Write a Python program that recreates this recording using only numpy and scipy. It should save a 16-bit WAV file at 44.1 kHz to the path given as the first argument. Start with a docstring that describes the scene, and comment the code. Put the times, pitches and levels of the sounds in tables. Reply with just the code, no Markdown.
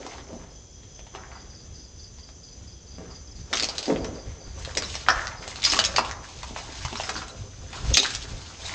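"""Night beside an empty building. It opens on an insect chorus, still air and a low rumble, as someone
with a handheld camera treads slowly through dry leaves and twigs. Two crickets chirp nearby and a far
insect trills briefly. From 3.5 s the steps dig in: twigs snap and shed debris, leaves crunch, the sole
knocks and scuffs, heel and hand bump; the wall and the rooms behind its open windows answer. The last
chirp comes at 5.4 s, a big snap lands near 8 s, and the steps ease off under the chorus."""
import sys
import numpy as np
from scipy import signal
from scipy.fft import rfft, irfft, next_fast_len
from scipy.io import wavfile
from scipy.ndimage import uniform_filter1d, map_coordinates

SR = 44100
rng = np.random.default_rng(int(sys.argv[2]) if len(sys.argv) > 2 else 0)


def unload_wav(signal):
    """Save mono or channel-first audio to the path in sys.argv[1] as 16-bit WAV at rate SR, clipped to [-1, 1]."""
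    wavfile.write(
        sys.argv[1],
        SR,
        np.round(np.clip(np.atleast_2d(signal).T, -1, 1) * 32767).astype(np.int16),
    )


N = 385654

# Tone of breaking leaves and of breaking twigs: f/Hz, level/dB
LEAF_EQ = [(1200, -40), (2200, -4.5), (3000, -3), (3650, -3), (4200, -3.5), (5200, -2.5), (5800, -6),
           (6400, -4), (9000, -1), (16000, -8)]
TWIG_EQ = [(300, -26), (700, 3.5), (1200, 0.5), (2000, 0), (3500, -4), (8000, -42.5)]
# Snaps, plus two strong slap-backs off the wall (at 1.1575 s and 3.696 s):
# t/s, crack level/dB, twig f/Hz, twig debris level/dB, leaf f/Hz, leaf debris level/dB
SNAPS = [(.065, -23, 880, -30, 5530, -27), (.131, -31, 2130, -37, 3200, -40),
         (.1825, -29.5, 1100, -28, 5130, -39), (.833, -40, 2000, -52, 4000, -45),
         (.992, -36.5, 590, -37.5, 2840, -38), (1.067, -38, 910, -39, 3000, -37),
         (1.1495, -24.5, 990, -32, 2770, -33), (1.1575, -31, 2400, -36, 3820, -32.5),
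         (2.185, -61, 870, -41, 4910, -42), (2.289, -46, 710, -37, 4770, -36),
         (2.983, -35, 570, -35.5, 6100, -41), (3.529, -18, 1740, -14.5, 5300, -13),
         (3.5345, -11, 1410, -15, 3600, -10.5), (3.553, -19, 2000, -40, 5940, -15),
         (3.571, -10, 2280, -26, 4740, -13.5), (3.5735, -15, 2800, -27, 7000, -21),
         (3.579, -16, 2230, -32, 3520, -17), (3.598, -6, 2280, -33, 4600, -11),
         (3.625, -15, 2030, -38, 5000, -11), (3.633, -12, 570, -41, 4400, -9),
         (3.643, -19, 2250, -40, 5500, -14.5), (3.688, -14, 696, -43, 4500, -14.5),
         (3.696, -22, 2500, -51, 4770, -25), (3.782, -10, 2050, -40, 4600, -12),
         (3.828, -22.5, 605, -36, 4800, -18), (3.856, -38, 820, -33, 4770, -18),
         (3.9, -36, 1400, -21.5, 2600, -43), (3.9595, -26, 600, -22, 2600, -46),
         (4.044, -29, 960, -21.5, 5700, -21), (4.649, -18, 1800, -44, 3600, -21.5),
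         (4.751, -31, 2290, -33, 3900, -19), (4.772, -11, 2100, -18, 5700, -5),
         (4.822, -17, 1530, -20.5, 3840, -15.5), (4.941, -41, 2010, -25, 3170, -26),
         (4.953, -27.5, 664, -24, 5600, -16), (5.064, -28, 1480, -22, 2300, -43),
         (5.0858, 1.5, 1410, -4, 3750, -12.5), (5.271, -12, 1570, -49, 5200, -29),
         (5.477, -21.5, 660, -31.5, 7800, -17), (5.558, -24, 1270, -37, 3950, -21),
         (5.62, -25, 2600, -31, 3650, -19), (5.63, -40, 2260, -24.5, 3900, -15),
         (5.639, -34, 2260, -22, 4500, -7.5), (5.65, -18, 2180, -30, 4950, -2.5),
         (5.677, -15, 2500, -22, 6750, -16), (5.72, -28.5, 1680, -19, 5200, -5.5),
         (5.734, -12, 1060, -13, 2600, -8), (5.766, -22, 1090, -41, 3020, -11.5),
         (5.7897, -4.5, 1440, -13.5, 4640, -5.5), (5.7905, -8.5, 710, -15.5, 2920, -2),
         (5.8395, -13.5, 2520, -29, 3170, -6.5), (5.849, -9, 2300, -37, 5460, -6.5),
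         (5.941, -24, 1280, -30, 3840, -36), (5.9612, -11, 2000, -14.5, 4660, -6.5),
         (5.9637, -16, 1500, -21, 6240, -17), (5.9833, -2.5, 990, -13, 4700, -13),
         (6.048, -20, 830, -34, 2700, -20.5), (6.095, -23, 1640, -35, 3900, -34),
         (6.112, -15, 1780, -32.5, 5650, -23.5), (6.431, -26, 980, -23, 2350, -20),
         (6.562, -40, 840, -18, 6000, -43), (6.849, -33, 900, -17.5, 5500, -16.5),
         (6.883, -23, 1410, -35, 4620, -29), (6.928, -24, 840, -29, 2900, -23),
         (6.955, -26, 1310, -20.5, 4000, -21.5), (6.999, -16, 750, -23, 2720, -24),
         (7.035, -25, 2000, -23.5, 5150, -19), (7.092, -18, 1530, -14.5, 4800, -13.5),
         (7.155, -24, 1560, -23, 6070, -33), (7.164, -20, 1510, -21, 4900, -25),
         (7.179, -27, 1500, -33, 4060, -32), (7.218, -21, 1300, -22, 2430, -32),
         (7.281, -33, 1510, -47, 7600, -23), (7.729, -40, 925, -26, 2830, -23),
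         (7.944, -23, 2800, -33, 3160, -5.5), (7.9712, 3.5, 2800, -12.5, 4800, 2),
         (8.031, -21, 970, -21, 3000, -11), (8.0475, -12, 1700, -23, 3460, -24),
         (8.061, -16.5, 1520, -23, 3530, -13), (8.105, -21, 1500, -40, 8000, -16),
         (8.149, -17, 1780, -31, 5600, -12)]
def snaps(track_count=4, burst_t60_s=.014, crumble_t60_s=.053, cycles_to_peak=.84):
    """Twig and leaf crack together for a few cycles, then shed debris; snaps take turns across tracks."""
    out, t = np.zeros((track_count, N + SR)), np.arange(SR // 7) / SR
    wood = coloured(unit(breaks(per_s=500, spread_db=2.5)) + .43 * rng.standard_normal(N), TWIG_EQ)
    leaf = coloured(unit(breaks(per_s=2500, spread_db=2.5)) + .61 * rng.standard_normal(N), LEAF_EQ)
    burst = amp(-1.5 - 60 * t / burst_t60_s)
    crumble = amp(-10.5 - 60 * t / crumble_t60_s)
    settle = (burst + crumble) * (1 - np.exp(-t / .0008))
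    for k, (s, db, twig_hz, twig_db, leaf_hz, leaf_db) in enumerate(SNAPS):
        fresh = rng.integers(N - len(t)) + np.arange(len(t))
        hit = amp(twig_db) * debris(wood[fresh], twig_hz, q=3.9, settle=settle)
        hit += amp(leaf_db) * debris(leaf[fresh], leaf_hz, q=14, settle=settle)
        twig_share = np.clip(amp(twig_db) / (amp(twig_db) + amp(leaf_db - 6)), .08, .92)
        for hz, share in [(twig_hz, twig_share), (leaf_hz, 1 - twig_share)]:
            crack = hump(t * hz / cycles_to_peak) * np.sin(2 * np.pi * hz * t)
            hit += amp(db) * np.sqrt(2 * share) * crack
        out[k % track_count, round(s * SR):][:len(t)] += hit
    return out[:, :N]


def debris(crumbs, hz, q, settle):
    """Crumbs ring at the pitch of the broken piece and of a neighbour as they settle."""
    neighbour_hz = hz * rng.uniform(.75, 1.35)
    rings = .56 * crumbs + ring(crumbs, hz, q) + .26 * ring(crumbs, neighbour_hz, q)
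    return unit(settle * rings) * np.sqrt(np.mean(settle ** 2))


# Leaf accents: t/s, level/dB, f/Hz, attack/s
FLICKS = [(3.535, -21, 5700, 0.0022), (3.541, -24, 3450, 0.0027), (3.552, -20.5, 6050, 0.0023),
          (3.633, -23, 4530, 0.0024), (3.643, -20, 5960, 0.0016), (4.825, -34, 3880, 0.011),
          (4.84, -35.5, 5500, .012), (5.086, -22, 5300, 0.0032), (5.095, -16, 1700, .008),
          (5.1, -17, 5300, 0.0035), (5.633, -26, 2240, 0.0033), (5.638, -21, 3700, 0.0036),
          (5.642, -20, 5900, 0.0032), (5.647, -12.5, 4820, 0.0042), (5.659, -14, 5080, 0.0034),
          (5.6992, -13, 5200, 0.0016), (5.707, -18, 5300, .002), (5.718, -24, 4420, 0.0042),
          (5.72, -28, 5460, .005), (5.765, -21.5, 1110, 0.0031), (5.852, -21, 6600, 0.0042),
          (5.853, -27, 3900, 0.0045), (5.963, -14.5, 4630, 0.0011), (5.99, -25, 4770, 0.0022),
          (5.978, -17, 2620, 0.0019), (6.953, -40, 4000, 0.0035), (6.966, -31.5, 5300, 0.0083),
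          (7.004, -30, 5900, 0.0022), (7.033, -32, 5130, 0.0043), (7.095, -35, 6500, .005),
          (7.142, -33, 5900, 0.0043), (7.16, -31, 4800, 0.0077), (7.162, -37, 6150, 0.0058),
          (7.21, -45, 4940, 0.013), (7.288, -40.5, 3950, 0.005), (7.934, -24, 6300, .004),
          (7.939, -9, 6330, 0.0022), (7.943, -10.5, 3500, 0.0016), (7.953, -21, 6200, 0.0026),
          (7.963, -23, 6400, 0.0034), (7.972, -19, 3650, 0.0036), (7.979, -20, 2720, 0.0014),
          (7.991, -10.5, 3770, 0.0018), (7.995, -20, 6160, 0.0049), (8.03, -21.5, 3900, 0.0045),
          (8.054, -20, 1580, 0.0016), (8.648, -35, 3960, 0.0091)]
def leaf_flicks(q=9):
    """A stiff leaf flicks: scraping noise rings around one pitch for a soft-edged moment."""
    out, t = np.zeros(N + SR), np.arange(SR // 10) / SR
    for s, db, hz, attack_s in FLICKS:
        envelope = hump(t / attack_s)
        rasp = unit(envelope * noise_band(len(t), hz, q))
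        out[round(s * SR):][:len(t)] += amp(db) * rasp * np.sqrt(np.mean(envelope ** 2))
    return out[:N]


# The sole presses into the litter: t/s, hold/s, soil level/dB, twig level/dB, leaf level/dB
STEPS = [(0.0, 0.15, -45, -47.5, -47), (0.31, 0.1, -46.5, -54, -58), (1.157, 0.2, -57, -48.5, -62),
         (3.02, 0.085, -55, -53, -63), (3.513, 0.093, -47.5, -47, -47.5),
         (3.705, 0.15, -42.5, -46.5, -39.5), (3.882, 0.15, -40, -47.5, -56),
         (4.194, 0.48, -49.5, -55.5, -60), (4.594, 0.22, -61, -47.5, -45.5),
         (4.843, 0.14, -63, -51.5, -36.5), (5.093, 0.13, -46, -36, -39), (5.435, 0.24, -47.5, -44.5, -41.5),
         (5.679, 0.082, -44.5, -39, -26), (5.88, 0.18, -44, -59, -39.5), (6.245, 0.46, -49.5, -51.5, -43),
         (6.586, 0.25, -53, -46.5, -39.5), (6.899, 0.29, -53.5, -45.5, -35.5),
         (7.3, 0.4, -53.5, -58, -51.5), (7.728, 0.17, -47.5, -45.5, -40), (7.958, 0.18, -66, -46.5, -31.5),
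         (8.234, 0.3, -49.5, -47, -41.5), (8.638, 0.033, -43.5, -38.5, -33.5)]
# The sole scuffs the soil: t/s, level/dB
SCUFFS = [(.184, -37.5), (.328, -37), (1.15, -39.5), (3.012, -35), (3.539, -29.5), (3.629, -28),
          (3.91, -18.5), (4.16, -36.5), (4.779, -31), (5.09, -33.5), (5.48, -46), (5.73, -26.5),
          (5.79, -42), (5.982, -29.5), (6.86, -42.5), (6.93, -39), (7.11, -37), (7.165, -34), (7.75, -41),
          (7.909, -33.5), (7.98, -30)]
# Dull body of the soil: f/Hz, level/dB
SOIL_EQ = [(80, -21.5), (220, -6.5), (450, -5), (700, -4), (1500, -26.5)]
def footsteps():
    """Leaves and twigs crunch in clumps under each step while the sole presses and scuffs the soil."""
    s, hold_s, *levels = np.transpose(STEPS)
    on_soil, on_twigs, on_leaves = [swells(s, hold_s, db, in_db_s=245, out_db_s=104.5) for db in levels]
    scuff_s, scuff_db = np.transpose(SCUFFS)
    on_soil = np.hypot(on_soil, swells(scuff_s, 0, scuff_db, in_db_s=703, out_db_s=304))
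    clump_db = 2 * wobble(35)
    leaves = on_leaves * amp(clump_db + 2.1 * wobble(70))
    leaves *= grit(LEAF_EQ, 2460, 8220, per_s=1300, hiss=1, patchy_db=1.5)
    twigs = on_twigs * amp(clump_db + .36 * wobble(46))
    twigs *= grit(TWIG_EQ, 570, 2080, per_s=400, hiss=.48, patchy_db=4)
    soil = on_soil * amp(3.6 * wobble(25))
    soil *= grit(SOIL_EQ, 201, 540, per_s=150, hiss=.66, patchy_db=6.5)
    return leaves + twigs + soil


def grit(eq, lo_hz, hi_hz, per_s, hiss, patchy_db, sizes=7):
    """Crunch texture: pieces of several sizes break and ring, each size in clumps of its own."""
    crunch = 0
    for hz in np.geomspace(lo_hz, hi_hz, sizes):
        pieces = unit(breaks(per_s / sizes, spread_db=3.5)) + hiss * rng.standard_normal(N)
        crunch += amp(patchy_db * wobble(25)) * (.15 * pieces + ring(pieces, hz, q=4.6))
    return unit(coloured(crunch, eq))


def breaks(per_s, spread_db):
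    """Raw crackle: tiny fractures as random clicks of uneven size."""
    size = amp(spread_db * np.minimum(rng.exponential(size=N), 4)) * rng.choice([-1, 1], N)
    return (rng.random(N) < per_s / SR) * size


# Hollow knocks: t/s, level/dB, f/Hz, t60/s
KNOCKS = [(0.326, -35, 247, 0.18), (0.393, -42, 375, 0.13), (1.151, -46.5, 1092, 0.28),
          (2.98, -33.5, 254.5, 0.25), (3.11, -44, 200, 0.086), (3.896, -13, 470, 0.07),
          (3.909, -12, 434, 0.059), (3.919, -16.5, 257, 0.09), (3.928, -20, 500, 0.052),
          (3.959, -14.5, 488, 0.052), (4.129, -37, 310, 0.2), (5.791, -25, 300, 0.056),
          (5.984, -21.5, 550, 0.044), (6.927, -24, 343, 0.071), (6.999, -28, 850, 0.03),
          (7.151, -32.5, 305, 0.12)]
def sole_knocks():
    """The sole strikes something loose, with a quick attack."""
    return thuds(KNOCKS, attack_s=.003)


# Low bumps: t/s, level/dB, f/Hz, t60/s, level/dB of the shake added to the rumble
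BUMPS = [(1.651, -38, 66, .1, -41), (3.392, -31, 103.6, 0.17, -33), (4.286, -20, 75.4, 0.12, -32.5),
         (4.474, -20, 70, 0.15, -37), (5.162, -21, 55.3, 0.16, -39), (6.499, -38, 60, .1, -47),
         (6.849, -10.5, 120, 0.072, -39), (7.398, -28, 101.6, 0.39, -30), (7.836, -27, 65, 0.035, -35),
         (7.893, -27, 76.5, 0.11, -20), (8.149, -44, 70, 0.14, -37), (8.319, -30, 70, .1, -27)]
def bumps():
    """Heel and hand bump softly, adding low-end weight."""
    return thuds(BUMPS, attack_s=.0089)


def thuds(hits, attack_s):
    """Soft contact: two partials swell in and die away."""
    out, t = np.zeros(N + SR), np.arange(SR // 2) / SR
    for s, db, hz, t60, *_ in hits:
        partials = np.sin(2 * np.pi * hz * t) + np.sin(2 * np.pi * (.689 * hz * t + rng.random()))
        envelope = amp(db - 60 * t / t60) * (1 - np.exp(-t / attack_s))
        out[round(s * SR):][:len(t)] += envelope * partials
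    return out[:N]


# Early reflections off the wall: delay t/s, level/dB
WALL_ECHOES = [(.0078, -5), (.013, -14), (.017, -13), (.025, -15)]
# Decay of the rooms behind the windows: f/Hz, t60/s
ROOM_DECAY = [(200, .8), (1000, .75), (1800, .55), (3000, .28), (6000, .2)]
def building(tracks, wet_db, predelay_s=.008, scatter_t60_s=.01, clean_ratio=1.3):
    """The wall slaps back and the rooms ring on, darkening; each track gets its own reverb tail."""
    hz, t, noise = signal.stft(rng.standard_normal((len(tracks), SR)), SR, nperseg=256)
    tail = signal.istft(noise * amp(-60 * t / along(ROOM_DECAY, hz)[:, None]), SR, nperseg=256)[1]
    tail = amp(wet_db) * tail / np.linalg.norm(tail, axis=1, keepdims=True)
    response = np.pad(tail, ((0, 0), (round(predelay_s * SR), 0)))
    response[:, 0] = 1  # direct sound
    echo_t = np.arange(SR // 50) / SR
    for s, db in WALL_ECHOES:
        # frames and sills scatter each echo behind its clean front
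        echo = rng.standard_normal((len(tracks), len(echo_t))) * amp(-60 * echo_t / scatter_t60_s)
        echo[:, 0] = clean_ratio * np.linalg.norm(echo, axis=1)
        echo /= np.linalg.norm(echo, axis=1, keepdims=True)
        response[:, round(s * SR):][:, :len(echo_t)] += amp(db) * echo
    return signal.fftconvolve(tracks, response, axes=1)[:, :N].sum(axis=0)


# Chirps of the lower and the higher cricket: t/s (middle of first stroke), level/dB, strokes, f/Hz
LOW_CHIRPS = [(1.315, -53, 1, 4700), (1.358, -46, 2, 4870), (1.511, -45, 3, 4860), (1.755, -44, 3, 4910),
              (1.998, -43.5, 2, 4870), (2.193, -44, 3, 4860), (2.44, -44.5, 3, 4880),
              (2.68, -44.5, 2, 4900), (2.872, -48, 3, 4840), (3.112, -44, 2, 4860), (3.362, -45, 2, 4800),
              (3.97, -47, 2, 4740), (4.152, -44, 2, 4840), (4.409, -48, 3, 4720), (5.38, -42, 2, 4900)]
HIGH_CHIRPS = [(.203, -51, 1, 5050), (.245, -51, 2, 5300), (.512, -50, 1, 5200), (.56, -53, 2, 5000),
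               (.732, -52, 2, 5330), (.95, -52, 2, 5220), (1.213, -52, 2, 5250), (1.555, -50, 1, 5250),
               (3.278, -43, 1, 4950), (3.32, -42, 1, 5100), (3.48, -49, 1, 5100)]
def crickets():
    """Two crickets nearby: one raspy and washed out, the higher one shorter, cleaner and drier."""
    low = cricket(LOW_CHIRPS, half_stroke_s=.009, fall_hz_s=22000, rasp=.7, echo=.75, wash=.8)
    high = cricket(HIGH_CHIRPS, half_stroke_s=.008, fall_hz_s=42000, rasp=.25, echo=.2, wash=.3)
    return low + high


def cricket(chirps, half_stroke_s, fall_hz_s, rasp, echo, wash, beat_s=.0435, smear_t60_s=.41):
    """Each wing stroke is a raspy swell of falling pitch; the wall repeats it, leaves smear it."""
    out, t = np.zeros(N + SR), np.arange(-SR // 20, SR // 20) / SR
    envelope = np.exp(-(t / half_stroke_s) ** 4)
    for s, db, strokes, wing_hz in chirps:
        for k in range(round(strokes)):
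            teeth = 1 + rasp * unit(uniform_filter1d(rng.standard_normal(len(t)), size=50))
            tone = np.sin(2 * np.pi * (wing_hz * t - fall_hz_s * t * t / 2 + rng.random()))
            stroke = amp(db + rng.normal(0, 1)) * envelope * teeth * tone
            out[round((s + k * beat_s + t[0]) * SR):][:len(t)] += stroke
    tail_t = np.arange(SR // 5) / SR
    smear = rng.standard_normal(len(tail_t)) * amp(-60 * tail_t / smear_t60_s)
    off_leaves = signal.fftconvolve(out, smear / np.linalg.norm(smear))
    off_wall = np.roll(out, round(.013 * SR))
    return out[:N] + echo * off_wall[:N] + wash * off_leaves[:N]


# One trill: t/s, hold/s, level/dB, f/Hz, rise/Hz
TRILL = (0.6, 1.5, -65, 3300.5, 130)
def insect_trill(rasp_hz=110):
    """A far insect holds a faint, fuzzy note that climbs a little."""
    s, hold_s, db, hz, rise_hz = TRILL
    climb = np.clip((np.arange(N) / SR - s) / hold_s, 0, 1)
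    pitch = hz + rise_hz * climb + rasp_hz * wobble(150)
    envelope = swells(s, hold_s, db, in_db_s=150, out_db_s=150) * amp(3.3 * wobble(60.2))
    return envelope * np.sin(2 * np.pi * np.cumsum(pitch) / SR)


# Bands of the chorus: f/Hz, resonance width/Hz, relative level/dB
CHORUS_BANDS = [(5000, 900, -10), (6090, 400, -1.5), (7020, 550, -8), (9100, 440, -6)]
# The lowest singer swells and recedes: t/s, level/dB
LOW_SINGER_FADER = [(.3, -66), (.7, -60), (1.1, -60), (1.3, -66), (2.0, -66), (2.4, -62), (2.9, -63),
                    (3.4, -65)]
def insect_chorus(bed_db=-48.5):
    """Many far insects blur into narrow, shimmering bands of hiss."""
    bed = sum(amp(db + wobble(11) + 1.5 * wobble(45)) * noise_band(N, hz, q=hz / width_hz)
              for hz, width_hz, db in CHORUS_BANDS)
    low_singer = noise_band(N, hz=3300, q=11) * fader(LOW_SINGER_FADER) * amp(2.9 * wobble(20))
    return amp(bed_db) * bed + low_singer


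# Tone of the night air: f/Hz, level/dB
AIR_EQ = [(60, -14.5), (200, 5), (450, 1.5), (1000, -10.5), (2300, -16.5), (4000, -16), (6500, -30),
          (9000, -13.5)]
def still_air(db=-48.5):
    """A soft bed of noise that breathes slightly."""
    return amp(db + 1.73 * wobble(5.7)) * unit(coloured(rng.standard_normal(N), AIR_EQ))


# Level ride of the rumble: t/s, level/dB
RUMBLE_FADER = [(0, -41.5), (3.4, -40.5), (3.85, -42), (3.97, -32), (4.15, -34.5), (4.25, -46),
                (4.6, -33.5), (5.1, -40), (5.4, -36), (5.55, -42), (5.7, -35), (6.1, -38.5), (7.7, -38.5),
                (8.74, -40.5)]
# Tone of the rumble: f/Hz, level/dB
RUMBLE_EQ = [(12, -23), (25, -10), (60, 0.5), (110, -6.5), (190, -17.5), (400, -39.5)]
def rumble(shake_s=.022):
    """Deep, wavering noise under everything, shaken up by each bump."""
    s, *_, shake_db = np.transpose(BUMPS)
    shakes = swells(s, shake_s, shake_db, in_db_s=197, out_db_s=207)
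    gain = np.hypot(fader(RUMBLE_FADER), shakes) * amp(1.87 * wobble(11))
    return gain * unit(coloured(rng.standard_normal(N), RUMBLE_EQ))


def amp(db):
    """Decibels to gain."""
    return 10 ** (np.asarray(db) / 20)


def unit(x):
    """x at rms 1."""
    return x / np.sqrt(np.mean(x ** 2) + 1e-20)


def along(points, hz):
    """Read (f/Hz, value) points on a log frequency axis."""
    f, value = np.transpose(points)
    return np.interp(np.log(hz + 1), np.log(f + 1), value)


def fader(points):
    """Gain that rides through (t/s, level/dB) points."""
    return amp(np.interp(np.arange(N) / SR, *np.transpose(points)))


def wobble(rate):
    """Smooth random modulation, rate knots a second."""
    return map_coordinates(rng.standard_normal(int(N * rate / SR) + 4), [np.arange(N) * rate / SR])


def hump(u):
    """Soft-edged envelope that peaks at u = 1."""
    return (u * np.exp(1 - u)) ** 2


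def swells(start_s, hold_s, level_db, in_db_s, out_db_s):
    """Gain of events that fade in, hold and fade out at steady dB rates; powers add."""
    t = np.arange(0, N / SR + .002, .001)[:, None]
    db = level_db - in_db_s * np.maximum(start_s - t, 0) - out_db_s * np.maximum(t - start_s - hold_s, 0)
    return np.interp(np.arange(N) / SR, t[:, 0], np.sqrt(np.sum(amp(db) ** 2, axis=1)))


def ring(x, hz, q):
    """x through a resonance with a peak gain of 1."""
    return signal.lfilter(*signal.iirpeak(hz, q, SR), x)


def noise_band(n, hz, q):
    """Noise sent twice through one resonance; rms 1."""
    return unit(ring(ring(rng.standard_normal(n), hz, q), hz, q))


def coloured(x, eq):
    """x through a minimum-phase EQ of (f/Hz, level/dB) points."""
    size = 2 * next_fast_len(x.shape[-1] // 2 + 4096)
    cepstrum = irfft(np.log(amp(along(eq, np.fft.rfftfreq(size, 1 / SR)))), size)
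    cepstrum[1:size // 2] *= 2
    cepstrum[size // 2 + 1:] = 0
    return irfft(rfft(x, size) * np.exp(rfft(cepstrum)), size)[..., :x.shape[-1]]


def scene():
    """The mix, centred: footwork through the building's reverb, then bumps, insects and night beds."""
    tracks = np.vstack([snaps(), leaf_flicks(), footsteps() + sole_knocks()])
    ground = building(tracks, wet_db=-9)
    mix = ground + bumps() + crickets() + insect_trill() + insect_chorus() + still_air() + rumble()
    return np.tile(mix, (2, 1))


# Dull microphone response: f/Hz, level/dB
MIC_EQ = [(20, -5.5), (6600, -4), (7600, -11), (8800, -25.5), (9600, -45.5), (11000, -51.5), (20000, -69)]
# EQ on the phase-scrambled side signal: f/Hz, level/dB
SIDE_EQ = [(2000, -90), (2900, -45), (3200, -11), (5600, -12), (6400, -24), (9000, -40)]
def record(dry, top_hz=16000, rolloff_hz=600):
    """A dull microphone flattens the loudest snaps; a restless phase widens only the low treble."""
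    mid = coloured(dry[0], MIC_EQ)
    mid = mid / (1 + np.abs(mid) ** 16) ** (1 / 16)  # saturates at full scale
    frames = signal.stft(mid, nperseg=256)[2]
    scrambled = frames * np.exp(2j * np.pi * rng.random(frames.shape))
    side = coloured(signal.istft(scrambled, nperseg=256)[1][:N], SIDE_EQ)
    size = next_fast_len(N)
    high_cut = np.clip((top_hz - np.fft.rfftfreq(size, 1 / SR)) / rolloff_hz, 0, 1) ** 2
    return irfft(rfft([mid + side, mid - side], size) * high_cut, size)[:, :N]


dry = scene()
out = record(dry)
unload_wav(out)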